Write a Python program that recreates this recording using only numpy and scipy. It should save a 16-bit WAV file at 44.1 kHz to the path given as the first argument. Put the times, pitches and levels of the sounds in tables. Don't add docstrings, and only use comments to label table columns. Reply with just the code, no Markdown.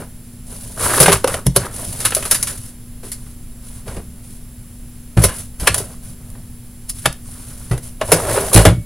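import sys
import numpy as np
from scipy import signal
from scipy.fft import rfft, irfft, next_fast_len
from scipy.io import wavfile

SR = 44100
rng = np.random.default_rng(int(sys.argv[2]) if len(sys.argv) > 2 else 0)


def unload_wav(signal):
    wavfile.write(
        sys.argv[1],
        SR,
        np.round(np.clip(np.atleast_2d(signal).T, -1, 1) * 32767).astype(np.int16),
    )


N = 390284
TIME = np.arange(N) / SR

# [t/s, body level/dB, edge tick level/dB, pitch of the thing f/Hz, rise/s, settling t60/s]
KNOCKS = [(0.523, -42, -65, 377, 0.0023, 0.054), (0.98, -8.5, -38, 1700, 0.0013, 0.032),
          (1.001, -6.5, -9, 450, .0006, .11), (1.027, -8.5, -12.5, 1490, .0024, 0.051),
          (1.058, -3, -24, 1500, 0.0011, 0.074), (1.08, -6, -28, 790, 0.0012, .11),
          (1.097, -13.5, -38, 535, 0.0011, 0.071), (1.117, -13, -24, 1570, .0024, 0.076),
          (1.126, -7.5, -16, 1090, 0.00086, 0.068), (1.155, -13, -47, 1500, .002, 0.032),
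          (1.241, -8.5, -28.5, 518, 0.003, .027), (1.273, -14, -27, 554, .003, 0.048),
          (1.341, -14.5, -31, 503, 0.00076, 0.045), (1.464, -18, -17, 380, 0.0033, 0.017),
          (1.561, -7.5, -11, 594, .0015, 0.042), (2.002, -27.5, -33, 6960, 0.00078, 0.25),
          (2.045, -10, -18.5, 4440, 0.0091, 0.093), (2.105, -24, -29, 1620, .0013, 0.041),
          (2.121, -15.5, -48, 2600, 0.00084, 0.06), (2.148, -27, -17, 6800, .0013, 0.043),
          (2.164, -23.5, -27.5, 627, .002, 0.12), (2.224, -20, -39, 3060, 0.0015, .087),
          (2.252, -22, -29.5, 1010, 0.00085, 0.095), (2.311, -13, -13, 1630, 0.00067, 0.083),
          (2.345, -19.5, -23.5, 7000, 0.00055, 0.11), (2.427, -22.5, -19.5, 6050, .0007, 0.047),
          (2.471, -25, -31, 7140, .001, 0.16), (3.028, -41.5, -51, 364, 0.0042, 0.21),
          (3.116, -32.5, -30.5, 4630, 0.0015, .1), (3.263, -44, -67, 700, .002, 0.047),
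          (3.877, -31, -48.5, 666, 0.0018, 0.13), (3.96, -34.5, -53, 428, 0.0079, .1),
          (5.173, -19.5, -57, 620, .0007, 0.12), (5.235, -10.5, -13, 596, 0.0049, 0.07),
          (5.284, -25, -64, 1660, 0.00092, 0.24), (5.597, -33, -36.5, 5000, 0.0018, 0.28),
          (5.67, 2.5, -15.5, 2790, 0.0045, 0.049), (5.743, -12, -18, 3350, .0014, 0.035),
          (5.779, -27, -26.5, 4700, .001, 0.063), (6.301, -66, -42.5, 9000, .0004, 0.017),
          (6.35, -43, -70, 600, 0.0021, 0.069), (6.888, -33.5, -27, 5170, 0.0098, 0.056),
          (7.055, -3.5, -22, 1670, 0.0028, 0.05), (7.126, -43, -35, 3600, .001, 0.017),
          (7.71, -26, -40, 404, 0.0029, 0.18), (7.776, -35, -38.5, 420, 0.0022, .047),
          (8.012, -11.5, -42, 670, 0.0016, 0.059), (8.118, -4.5, -12.5, 504, 0.00028, 0.099),
          (8.53, -28, -21, 417, .0007, 0.28), (8.543, -13.5, -14, 1980, 0.00043, 0.073),
          (8.56, -1, -14.5, 644, 0.0015, 0.14), (8.651, -1, -20.5, 615, 0.0018, 0.12)]
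# [f/Hz, gain/dB]
STEREO_WIDTH = [(100, -64), (2400, -33), (5000, -7.5), (15000, -18)]


def from_db(db):
    return 10 ** (np.asarray(db) / 20)


def rms_one(x):
    return x / np.sqrt(np.mean(x ** 2) + 1e-20)


def at_hz(points, hz):
    known_hz, values = np.transpose(points)
    return np.interp(np.log(np.maximum(hz, 1)), np.log(known_hz), values)


def colour(x, spectrum):
    size = next_fast_len(len(x))
    hz = np.arange(size // 2 + 1) * SR / size
    gain = from_db(at_hz(spectrum, hz))
    return irfft(rfft(x, size) * gain, size)[:len(x)]


def band(x, low_hz, high_hz):
    sos = signal.butter(2, [low_hz, high_hz], "band", fs=SR, output="sos")
    return signal.sosfilt(sos, x + 1e-18) * np.sqrt(SR / 2 / (high_hz - low_hz))


def resonate(x, hz, width_hz, boost_db):
    radius = np.exp(-np.pi * width_hz / SR)
    zeros = np.array([1, 0, -1]) * (1 - radius ** 2) / 2
    poles = [1, -2 * radius * np.cos(2 * np.pi * hz / SR), radius ** 2]
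    peak = signal.lfilter(zeros, poles, x + 1e-18)
    return x + (from_db(boost_db) - 1) * peak


def drift(rate):
    steps = rng.standard_normal(N // 10)
    return rms_one(np.interp(TIME * rate, np.arange(len(steps)), steps))


def grains(size, spread_db):
    strength_db = spread_db * np.clip(rng.standard_normal(size), -2, 2)
    return rms_one(rng.standard_normal(size) * from_db(strength_db))


def add(track, s, sound):
    at = int(np.clip(round(s * SR), 0, N - 1))
    track[at:at + len(sound)] += sound[:N - at]


def background(own_db=3.5, air_db=-35.0):
    # [f/Hz, rms level/dB before the microphones]
    hum_tones = [(120, -46.5), (240.5, -44.5), (7499, -65.5)]
    # [f/Hz, relative level/dB]
    air_spectrum = [(20, 1), (35, 1.5), (70, -9.5), (180, -14), (300, -24), (500, -30), (1000, -36.5),
                    (3000, -39.5), (9000, -44.5), (16000, -40)]
    hum = 0
    for hz, db in hum_tones:
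        hum = hum + from_db(db) * np.sqrt(2) * np.sin(2 * np.pi * (hz * TIME + rng.random()))
    white_pair = rng.standard_normal((2, N))
    shared, own = [from_db(air_db) * rms_one(colour(white, air_spectrum)) for white in white_pair]
    side = from_db(own_db) * colour(own, STEREO_WIDTH)
    return hum + shared + side * np.array([[1], [-1]])


def stroke(t, length, attack_share=0.29, release_t60_s=0.25):
    swell = np.sin(np.pi / 2 * np.minimum(t / (attack_share * length), 1)) ** 2
    return swell * from_db(-60 * np.maximum(t - length, 0) / release_t60_s)


def catches(per_s=130, ring_cycles=17, low_hz=430, high_hz=1900):
    out, t = np.zeros(N), TIME[:SR // 16]
    chance, strength, pitch = rng.random(N), rng.standard_normal(N), rng.random(N)
    for at in np.flatnonzero(chance < per_s / SR):
        hz = low_hz * (high_hz / low_hz) ** pitch[at]
        decay = from_db(-60 * t * hz / ring_cycles)
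        add(out, at / SR, strength[at] * np.sin(2 * np.pi * hz * t) * decay)
    return rms_one(out)


def rubbing(scrape_trim_db=-5.5, catch_trim_db=-10.5, swish_trim_db=-1.5, slip_db=2.5, fold_db=1.73,
            dragged_db=6, dragged_width_hz=520, uneven_db=1.6, idle_db=-62,
            rumble_db=-20, rumble_follows=0.37):
    # [t/s, length/s, scrape level/dB, swish level/dB, pitch of the dragged thing f/Hz]
    strokes = [(0, 0.0071, -31.5, -45, 450), (0.429, 0.35, -46.5, -43, 700),
               (0.745, 0.38, -20, -24.5, 1190), (1.255, 0.096, -26.5, -34, 1200),
               (1.544, 0.12, -30, -39, 1380), (1.676, 0.38, -37.5, -36, 690), (2.021, 0.48, -39, -36, 1410),
               (2.482, .04, -36, -38.5, 1800), (2.532, 0.15, -51, -43.5, 1200),
               (3.028, 0.061, -51, -43.5, 1300), (3.14, .17, -56, -54, 1300),
               (3.601, 0.18, -52.5, -48.5, 1100), (3.844, 0.13, -35.5, -47, 650),
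               (4.205, 0.16, -67, -51, 700), (5.164, 0.043, -25, -34, 550), (5.214, 0.033, -27.5, -25, 620),
               (5.301, 0.11, -45.5, -39, 1600), (5.579, 0.14, -33, -38.5, 600),
               (5.736, 0.061, -30, -32.5, 600), (5.832, 0.1, -44, -47, 700), (6.011, .1, -50, -48.5, 597),
               (6.152, .25, -52, -61.5, 600), (6.928, 0.12, -61, -42.5, 1400), (7.17, 0.53, -50, -46, 1210),
               (7.82, 0.047, -50, -43, 600), (7.983, 0.58, -24, -33, 600), (8.269, 0.12, -18, -32, 590),
               (8.51, 0.12, -19, -29.5, 500)]
    # [f/Hz, relative level/dB]
    scrape_spectrum = [(120, -20), (300, -2), (550, 0.5), (1000, -9.5), (1600, -9.5), (2500, -14),
                       (5000, -23.5), (16000, -63)]
    swish_spectrum = [(500, -12), (1500, -2.5), (3000, 1.5), (6000, 2.5), (9000, 3.5), (12000, -0.5),
                      (16000, -3.5)]
    rumble_spectrum = [(25, -32), (50, -2), (110, 1.5), (170, -8), (260, -12), (500, -59)]

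    slips, t = drift(140), TIME[:3 * SR // 2]
    grit = rms_one(colour(grains(N, spread_db=7.5), scrape_spectrum))
    edges = from_db(scrape_trim_db + slip_db * slips) * grit + from_db(catch_trim_db) * catches()
    edges = edges * from_db(uneven_db * drift(30))

    scrape = np.zeros(N)
    wood_power, cloth_power = np.full((2, N), from_db(idle_db) ** 2)
    for start, length, scrape_db, swish_db, hz in strokes:
        effort = stroke(t, length)
        at = rng.integers(N - len(t))
        dragged = rms_one(resonate(edges[at:at + len(t)], hz, dragged_width_hz, dragged_db))
        add(scrape, start, from_db(scrape_db) * effort * np.std(edges) * dragged)
        add(wood_power, start, (from_db(scrape_db) * effort) ** 2)
        add(cloth_power, start, (from_db(swish_db) * effort) ** 2)

    fibres = rms_one(colour(grains(N, spread_db=5.5), swish_spectrum))
    swish = np.sqrt(cloth_power) * from_db(swish_trim_db + fold_db * slips) * fibres
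    rumble_level = from_db(rumble_db) * np.sqrt(wood_power) ** rumble_follows
    rumble = rumble_level * rms_one(colour(rng.standard_normal(N), rumble_spectrum))
    return rumble + scrape + swish


def bumps(t60_s=0.16, sway_hz=54, sway_db=-6, sway_t60=0.25, side_hz=172, side_db=-7,
          panel_hz=330, panel_db=-14, panel_t60=0.089, cushion_s=0.0065):
    # [t/s, level of the lowest mode/dB before cushioning, pitch f/Hz]
    blows = [(1.002, -1.5, 156), (1.075, -8, 176), (1.127, -9.5, 112.4), (1.463, 0, 120),
             (1.561, -8.5, 148), (1.874, -16.5, 106), (2.049, -21, 110), (3.876, -23.5, 91),
             (3.96, -18.5, 84), (5.17, 4.5, 109), (5.239, -4.5, 96), (5.618, -14, 54.4), (5.691, -11, 93.6),
             (7.056, -11.5, 123), (7.71, -3, 124), (8.128, -10, 150), (8.552, 11.5, 100),
             (8.66, 6.5, 108.6), (8.712, -2.5, 125.3), (8.768, -10.5, 116)]
    out, t = np.zeros(N), TIME[:SR // 2]
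    for s, db, hz in blows:
        weight_db = -14 * max(np.log2(hz / 105), 0)
        modes = [(hz, 0, t60_s), (sway_hz, sway_db + weight_db, sway_t60),
                 (side_hz, side_db, t60_s), (panel_hz, panel_db, panel_t60)]
        load = 1 + 0.07 * rng.standard_normal(len(modes))
        boom = 0
        for (mode_hz, level_db, decay_s), detune in zip(modes, load):
            ring = np.sin(2 * np.pi * mode_hz * detune * t)
            boom = boom + ring * from_db(level_db - 60 * t / decay_s)
        add(out, s, from_db(db) * boom * (1 - np.exp(-t / cushion_s)))
    return out


def metal():
    # [f/Hz, starting level/dB before the room, t60/s]
    modes = [(585, -33, 0.55), (2229, -34.5, 0.6), (4409, -50, 0.24)]
    out, t = np.zeros(N), TIME[:SR // 2]
    last_knock_s = KNOCKS[-1][0]
    for hz, db, t60 in modes:
        add(out, last_knock_s, np.sin(2 * np.pi * hz * t) * from_db(db - 60 * t / t60))
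    return out


def knocks(hollow_trim_db=-4.0, clack_trim_db=-8.0, tick_trim_db=1.5, thing_width_hz=95, thing_db=7,
           overtone_db=6, brush_db=-22, brush_s=0.0053, size_pivot_hz=650, hollow_db_per_octave=-5.5):
    lead = 0.02
    out, t = np.zeros(N), TIME[:SR // 4] - lead
    for s, body_db, tick_db, hz, rise, t60 in KNOCKS:
        settling = from_db(-60 * np.maximum(t - rise, 0) / t60)
        blow = np.clip(t / max(rise, 1e-4), 0, 1) ** 2 * settling
        brush = from_db(brush_db) * np.exp(-np.abs(t) / brush_s)
        chatter = grains(len(t), spread_db=5.0) * (blow + brush)
        size_db = hollow_db_per_octave * np.log2(hz / size_pivot_hz)
        hollow = from_db(body_db + size_db + hollow_trim_db) * band(chatter, 281, 682)
        clack = from_db(body_db + clack_trim_db) * band(chatter, 900, 3160)
        tick = from_db(tick_db + tick_trim_db) * band(chatter, 3810, 12800)
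        sound = resonate(hollow - clack + tick, hz, thing_width_hz, thing_db)
        for overtone_hz in 1000 * 2 ** (np.arange(3) + rng.random(3)):
            sound = resonate(sound, overtone_hz, thing_width_hz, overtone_db)
        add(out, s - lead, sound)
    return out


def drawer(x):
    # [f/Hz, width/Hz, boost/dB]
    resonances = [(396, 35, 4), (595, 70, 2), (992, 64, 4.5), (1150, 25, 4), (1465, 370, 3),
                  (2145, 73, 1.5), (2530, 130, -2)]
    for hz, width_hz, boost_db in resonances:
        x = resonate(x, hz, width_hz, boost_db)
    return x


def bedroom(x, echo_db=-14.0, gap_s=0.00568):
    # [f/Hz, t60/s]
    decay = [(150, 0.33), (700, 0.15), (2000, 0.19), (6000, 0.23), (14000, 0.094)]
    t, edges = TIME[:SR // 2], np.geomspace(200, 18000, 8)
    echo = 0
    for low, high in zip(edges, edges[1:]):
        noise = np.sqrt(high - low) * band(rng.standard_normal(len(t)), low, high)
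        echo = echo + noise * from_db(-60 * t / at_hz(decay, np.sqrt(low * high)))
    echo = echo * (t > gap_s)
    return x + from_db(echo_db) * signal.fftconvolve(x, echo / np.linalg.norm(echo))[:N]


def two_microphones(x, tail_t60=0.04, lag_samples=0.45, gap_s=0.002):
    t, size = TIME[:SR // 10], next_fast_len(N)
    tail = rng.standard_normal(len(t)) * from_db(-60 * t / tail_t60) * (t > gap_s)
    tailed = signal.fftconvolve(x, tail / np.linalg.norm(tail))[:N]
    side = colour(tailed, STEREO_WIDTH)
    half_lag = np.exp(-1j * np.pi * lag_samples * np.arange(size // 2 + 1) / size)
    left, right = irfft(rfft(x, size) * np.array([1 / half_lag, half_lag]), size)[:, :N]
    return np.array([left + side, right - side])


def scene():
    handled = drawer(rubbing() + knocks())
    return background() + two_microphones(bedroom(handled + bumps() + metal()))


def record(dry, ceiling=0.98, port_hz=10180, port_width_hz=1045, port_db=16.5, cutoff_hz=15800):
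    ringing = resonate(dry, port_hz, port_width_hz, port_db)
    clipped = np.clip(ringing, -ceiling, ceiling)
    top_cut = signal.ellip(10, 0.2, 70, cutoff_hz, fs=SR, output="sos")
    return signal.sosfilt(top_cut, clipped)


dry = scene()
out = record(dry)
unload_wav(out)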